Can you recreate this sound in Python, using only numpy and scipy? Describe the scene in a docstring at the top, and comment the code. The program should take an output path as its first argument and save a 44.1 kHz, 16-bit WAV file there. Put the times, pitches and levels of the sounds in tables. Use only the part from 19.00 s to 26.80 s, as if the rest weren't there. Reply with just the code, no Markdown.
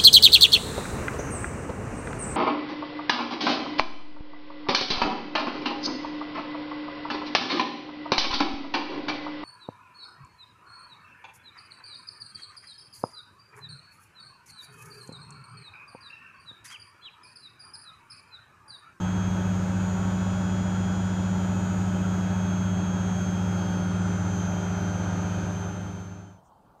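"""A close, droning rush with a high whine: a front-loading washing machine spins, slowing a little.
A brush motor drives the drum by a belt; shaft, drum, belt and mains tones beat as they cross.
The commutator whines in the casing; air and steel rush underneath. The spin fades into the quiet
hum of the standing machine. Faint blips of a 3.1 kHz tone and a puff of hiss are heard at the end."""
import sys
import numpy as np
from scipy import signal
from scipy.fft import rfft, irfft, next_fast_len
from scipy.io import wavfile
from scipy.ndimage import uniform_filter1d, map_coordinates

SR = 44100
rng = np.random.default_rng(int(sys.argv[2]) if len(sys.argv) > 2 else 0)


def wav_out(sig):
    """Save sig, one row per channel (or a flat mono array), as 16-bit PCM at SR to the path in sys.argv[1]."""
    wavfile.write(sys.argv[1], SR, np.round(np.clip(np.atleast_2d(sig).T, -1, 1) * 32767).astype(np.int16))


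N = 343980
TIME_S = np.arange(N) / SR
GRID_POINTS = 1500


def amp(db):
    return np.exp(np.asarray(db) * (np.log(10) / 20))


def unit(x):
    return x / np.sqrt(np.mean(x ** 2) + 1e-20)


def curve(rows):
    """Per-sample values from (time_s, value) rows."""
    return np.interp(TIME_S, *np.transpose(rows))


def stretch(values):
    """Linear interpolation to N samples."""
    return np.interp(np.arange(N), np.linspace(0, N, len(values)), values)


def drift(rate_hz):
    """Smooth random curve on the coarse grid."""
    span = N * rate_hz / SR
    return map_coordinates(rng.standard_normal(int(span) + 4), [np.linspace(0, span, GRID_POINTS)])


def wobble(rate_hz):
    return stretch(drift(rate_hz))


def filtered(x, response):
    size = next_fast_len(N + SR // 2)
    return irfft(rfft(x, size) * response(np.fft.rfftfreq(size, 1 / SR)), size)[:N]


def resonance(hz, centre_hz, width_hz):
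    """One mode, gain 1 at its centre."""
    return 1j * hz * width_hz / (centre_hz ** 2 - hz * hz + 1j * hz * width_hz)


def noise(spectrum, patchy_db):
    """Coloured noise, rms 1, with gain patches in time and frequency."""
    bins = signal.stft(rng.standard_normal(N), nperseg=512)[2]
    patches = uniform_filter1d(rng.standard_normal(bins.shape), size=6, axis=0)
    patches = uniform_filter1d(patches, size=14, axis=1)
    white = signal.istft(bins * amp(patchy_db * unit(patches)), nperseg=512)[1][:N]
    freq_hz, db = np.transpose(spectrum)
    colour = lambda hz: amp(np.interp(np.log(hz + 1), np.log(freq_hz + 1), db, left=-120, right=-120))
    return unit(filtered(white, colour))


def tone(turns, rms_db=0):
    """Sine, one cycle per turn, random phase."""
    return np.sqrt(2) * amp(rms_db) * np.sin(2 * np.pi * (turns + rng.random()))


def orders(rows, turns):
    """Whole multiples of a rotation: one turn's waveform, looped."""
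    phase = np.linspace(0, 1, 8193)
    return np.interp(turns % 1, phase, sum(tone(order * phase, db) for order, db in rows))


def ramped_orders(rows, turns, waver_db):
    """Multiples of a rotation, each drifting from its start to its end level."""
    total = np.zeros(N)
    for order, start_db, end_db in rows:
        level_db = np.linspace(start_db, end_db, GRID_POINTS) + waver_db * drift(3)
        total += stretch(amp(level_db)) * tone(order * turns)
    return total


def through_modes(rows, modes, turns):
    """Shaft orders swell and dip as they glide across a steel part's modes."""
    def response(hz):
        return sum((-1) ** k * amp(gain_db) * resonance(hz, centre_hz, width_hz)
                   for k, (centre_hz, width_hz, gain_db) in enumerate(modes))
    return filtered(orders(rows, turns), response)


def room(x, t60_s, wet_db):
    """Reflections interfere with the direct sound; gliding tones swell and dip."""
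    delay_s = TIME_S[:SR // 2]
    tail = rng.standard_normal(len(delay_s)) * amp(-60 * delay_s / t60_s)
    wet = signal.fftconvolve(x, tail / np.linalg.norm(tail))[:N]
    return (x + amp(wet_db) * wet) / np.sqrt(1 + amp(2 * wet_db))


def shaft_turns():
    """Cumulative motor turns; the heavy drum smooths the speed."""
    speed = [(0, 182.28), (.4, 183.31), (.8, 184.02), (1.2, 184.44), (1.7, 184.63), (2.3, 184.41),
             (2.9, 183.81), (3.6, 182.72), (4.4, 181.12), (5.6, 178.47), (6.6, 176.38), (7.8, 174.2)]  # motor shaft: time_s, speed_hz
    return np.cumsum(uniform_filter1d(curve(speed), size=SR // 3, mode="nearest")) / SR


def motor_whine(turns):
    """Rotor slots ring the stator, commutator bars the casing, brushes their holder."""
    # excitation: order, level_db
    slots = [(18, -56.7)]
    bars = [(32, -62.0), (33, -69.6), (34, -61.1), (35, -48.9), (36, -53.3), (37, -54.6), (38, -62.3),
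            (39, -62.0), (40, -63.3)]
    brushes = [(67, -82.4), (68, -80.1), (69, -80.5), (70, -86.6), (71, -79.8)]
    # modes: centre_hz, width_hz, gain_db
    stator = [(3159, 12, -5.7), (3232, 92, -1.8), (3246, 14, 6.3), (3284, 34, 0.5), (3306, 12, 1.5),
              (3323, 12, -0.8)]
    casing = [(5685, 199, -8.1), (5826, 43, -2.1), (5899, 35, 1.0), (5997, 32, 5.1), (6028, 14, 9.9),
              (6054, 27, 7.8), (6111, 16, 7.8), (6172, 21, 4.5), (6209, 111, 1.4), (6269, 12, -7.2),
              (6304, 14, 4.5), (6307, 131, 1.6), (6351, 14, 4.7), (6401, 12, -4.6), (6463, 12, -4.9),
              (6542, 36, -4.1), (6563, 12, 1.0), (6605, 12, -1.2), (6626, 12, -0.6), (6691, 12, -2.2),
              (6721, 12, 1.2), (6806, 100, -3.1), (6806, 15, 3.6), (6830, 25, -2.4), (6974, 12, -6.6),
              (7001, 12, 0.7), (7075, 84, -2.5), (7182, 35, 0.1), (7254, 12, -1.4), (7345, 111, -4.1)]
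    holder = [(12160, 19, -8.0), (12354, 14, -7.6), (12450, 68, 11.8), (12461, 91, 12.3), (12534, 12, 7.0),
              (12705, 109, 0.3), (12727, 20, 3.4), (12909, 199, -14.0)]
    bar_swell = [(0, -1), (.3, -0.5), (2.7, 0), (3.5, 0.5), (4.3, 0.5), (4.9, -1.5), (5.4, 1.5), (6, -0.5),
                 (6.8, 0), (7.3, 0), (7.45, -1)]  # commutator whine: time_s, gain_db
    whine = through_modes(slots, stator, turns)
    whine += amp(curve(bar_swell)) * through_modes(bars, casing, turns)
    whine += through_modes(brushes, holder, turns)
    return whine, slots + bars + brushes


def rotor(turns):
    """Once-a-turn unbalance shake, shaft overtones and motor whine."""
    unbalance = [(0, -28), (3.5, -27.5), (5, -28.5), (6.4, -32.5), (7.8, -33.5)]  # shake: time_s, level_db
    # faint overtone envelope, prominent overtones: order, level_db
    envelope = [(10, -74.5), (30, -78), (43, -75), (48, -78.5), (50, -90.5), (64, -93.5), (73, -89),
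                (82, -94.5)]
    strong = [(14, -67.5), (25, -71.5), (28, -71.5), (53, -85), (61, -87), (66, -92.5)]
    whine, whine_orders = motor_whine(turns)
    taken = dict(whine_orders + strong)
    scatter_db = 2
    faint = [(order, np.interp(order, *np.transpose(envelope)) + scatter_db * rng.standard_normal())
             for order in range(10, 83) if order not in taken]
    overtones = room(orders(faint + strong, turns), t60_s=.2, wet_db=0)
    shake = tone(turns, curve(unbalance))
    return shake + amp(1.2) * overtones + amp(.8) * room(whine, t60_s=.3, wet_db=-15)


def drum(turns):
    """The uneven load and three lifters shake the cabinet at drum orders, the lifters at multiples of 3; a
    second set holds further lifter tones from order 15 up, with a common level rule."""
    drum_tones = [(3, -48, -57), (4, -46, -57), (5, -42, -41), (6, -47.5, -49), (7, -47, -46), (9, -44, -44),
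                  (12, -52, -54), (14, -53, -61), (46, -61, -57), (51, -56, -58)]  # drum tones (6 and 12 beat with the hum): order, start_db, end_db
    pulley_ratio, lifter_db, tilt_db_per_octave = .09394, -56.5, -3
    lifters = []
    for order in range(15, 40, 3):
        level_db = lifter_db + tilt_db_per_octave * np.log2(order / 15)
        lifters.append((order, level_db, level_db))
    return ramped_orders(drum_tones + lifters, pulley_ratio * turns, waver_db=0)


def belt_drive(turns):
    """Low shaft overtones; belt and bearings at fractional orders."""
    tones = [(2, -55, -50), (3, -56, -55), (4, -59, -53), (5, -63, -58), (6, -57, -68), (7, -55, -54),
             (8, -56, -55), (9, -60, -57), (.418, -52, -52), (1.254, -52, -59), (4.246, -54, -56),
             (4.75, -68, -56), (5.137, -55, -68), (8.207, -61, -61), (8.875, -64, -64), (10.059, -67, -67),
             (10.797, -70, -70), (13.906, -69, -69)]  # drive tones: order, start_db, end_db
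    return ramped_orders(tones, turns, waver_db=2.5)


def mains_hum():
    """Magnetic pull at twice the mains frequency, with overtones."""
    harmonics = [(1, -31, -31.5), (2, -41.5, -38), (3, -53, -47), (4, -53, -45), (5, -63, -61),
                 (6, -51, -49), (7, -65, -59), (8, -61, -57), (10, -61, -62)]  # hum: order, start_db, end_db
    hum_hz = 99.93
    return ramped_orders(harmonics, hum_hz * TIME_S, waver_db=.4)


def rush(turns):
    """Cabinet rumble, air and steel rush, brush fizz pulsing once a turn; near walls add colour."""
    # noise spectra: freq_hz, density_db
    cabinet = [(30, -36), (42, -29), (52, -13), (70, -1), (100, -3), (185, 0), (215, -6), (270, -6),
               (400, -30)]
    air_and_steel = [(180, -35), (290, -5), (380, -11.5), (450, -15.5), (600, -11), (900, -9.5),
                     (1080, -14), (1500, -12.5), (1950, -23), (2600, -25), (2950, -27.5), (3300, -27),
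                     (5500, -38.5)]
    brushes = [(3500, -8.5), (5500, -6), (6400, 3), (7500, -4.5), (9000, -13.5), (11700, -23.5),
               (12600, -14), (14000, -23), (15000, -31.5), (15700, -39)]
    rumble = amp(-41) * noise(cabinet, patchy_db=.5)
    body = amp(-39.5 + .14 * wobble(1.2)) * noise(air_and_steel, patchy_db=.66)
    fizz = amp(-59) * noise(brushes, patchy_db=.7) * (1 + .15 * np.cos(2 * np.pi * turns))
    return rumble + room(body + fizz, t60_s=.15, wet_db=-14)


def panels():
    """Narrow rings that flicker as loose panels rattle."""
    modes = [(3117, 40, -65.5), (3160, 100, -63.5), (2570, 74, -66), (4520, 83, -77), (1379, 78, -55)]  # panel modes: centre_hz, width_hz, level_db
    total = np.zeros(N)
    for centre_hz, width_hz, level_db in modes:
        flicker = amp(level_db + 3.1 * wobble(12))
        ring = filtered(rng.standard_normal(N), lambda hz: resonance(hz, centre_hz, width_hz) ** 2)
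        total += flicker * unit(ring)
    return total


def standing_machine():
    """Soft slosh and hum at rest, as coloured noise."""
    spectrum = [(18, -36), (30, -4.5), (150, -1), (437, -11), (538, -7.5), (905, -3.5), (1480, -14.5),
                (1920, -32.5), (3070, -32), (11600, -38.5), (15700, -38.5)]  # idle noise: freq_hz, density_db
    return amp(-60 + .54 * wobble(6)) * noise(spectrum, patchy_db=2)


def burst(centre_s, level_db, half_width_s):
    return amp(level_db) * np.exp(-((TIME_S - centre_s) / half_width_s) ** 2)


def tone_blips():
    """Faint blips of a 3.1 kHz tone as the spin fades."""
    blips = [(7.12, -72, .015), (7.285, -69, .025), (7.39, -76, .015), (7.487, -81, .008),
             (7.535, -83, .012), (7.575, -84, .02), (7.665, -84, .01)]  # blips: centre_s, level_db, half_width_s
    pitch_hz = 3110
    return sum(burst(*blip) for blip in blips) * tone(pitch_hz * TIME_S + .3 * wobble(40))


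def puff():
    """One soft hiss after the spin."""
    spectrum = [(4500, -20), (6000, 0), (7000, 0), (7800, -8), (8400, 0), (9500, -20)]  # hiss: freq_hz, density_db
    return burst(centre_s=7.467, level_db=-74, half_width_s=.028) * noise(spectrum, patchy_db=1)


def scene():
    """The spin crossfades into the standing machine."""
    fade_start_s, fade_end_s, ease_s = 6.36, 7.415, .04
    turns = shaft_turns()
    spin = rotor(turns) + drum(turns) + belt_drive(turns) + mains_hum() + rush(turns) + panels()
    ramp = curve([(fade_start_s, 0), (fade_end_s, 1)])
    fade = uniform_filter1d(ramp, size=int(ease_s * SR), mode="nearest")
    return ((1 - fade) * spin + fade * standing_machine() + tone_blips() + puff())[None]


def record(dry):
    """Click-free start, brick-wall low-pass."""
    fade_in_s, cutoff_hz = .002, 15633
    onset = np.minimum(TIME_S / fade_in_s, 1)
    return filtered(onset * dry[0], lambda hz: hz < cutoff_hz)[None]


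dry = scene()
out = record(dry)
wav_out(out)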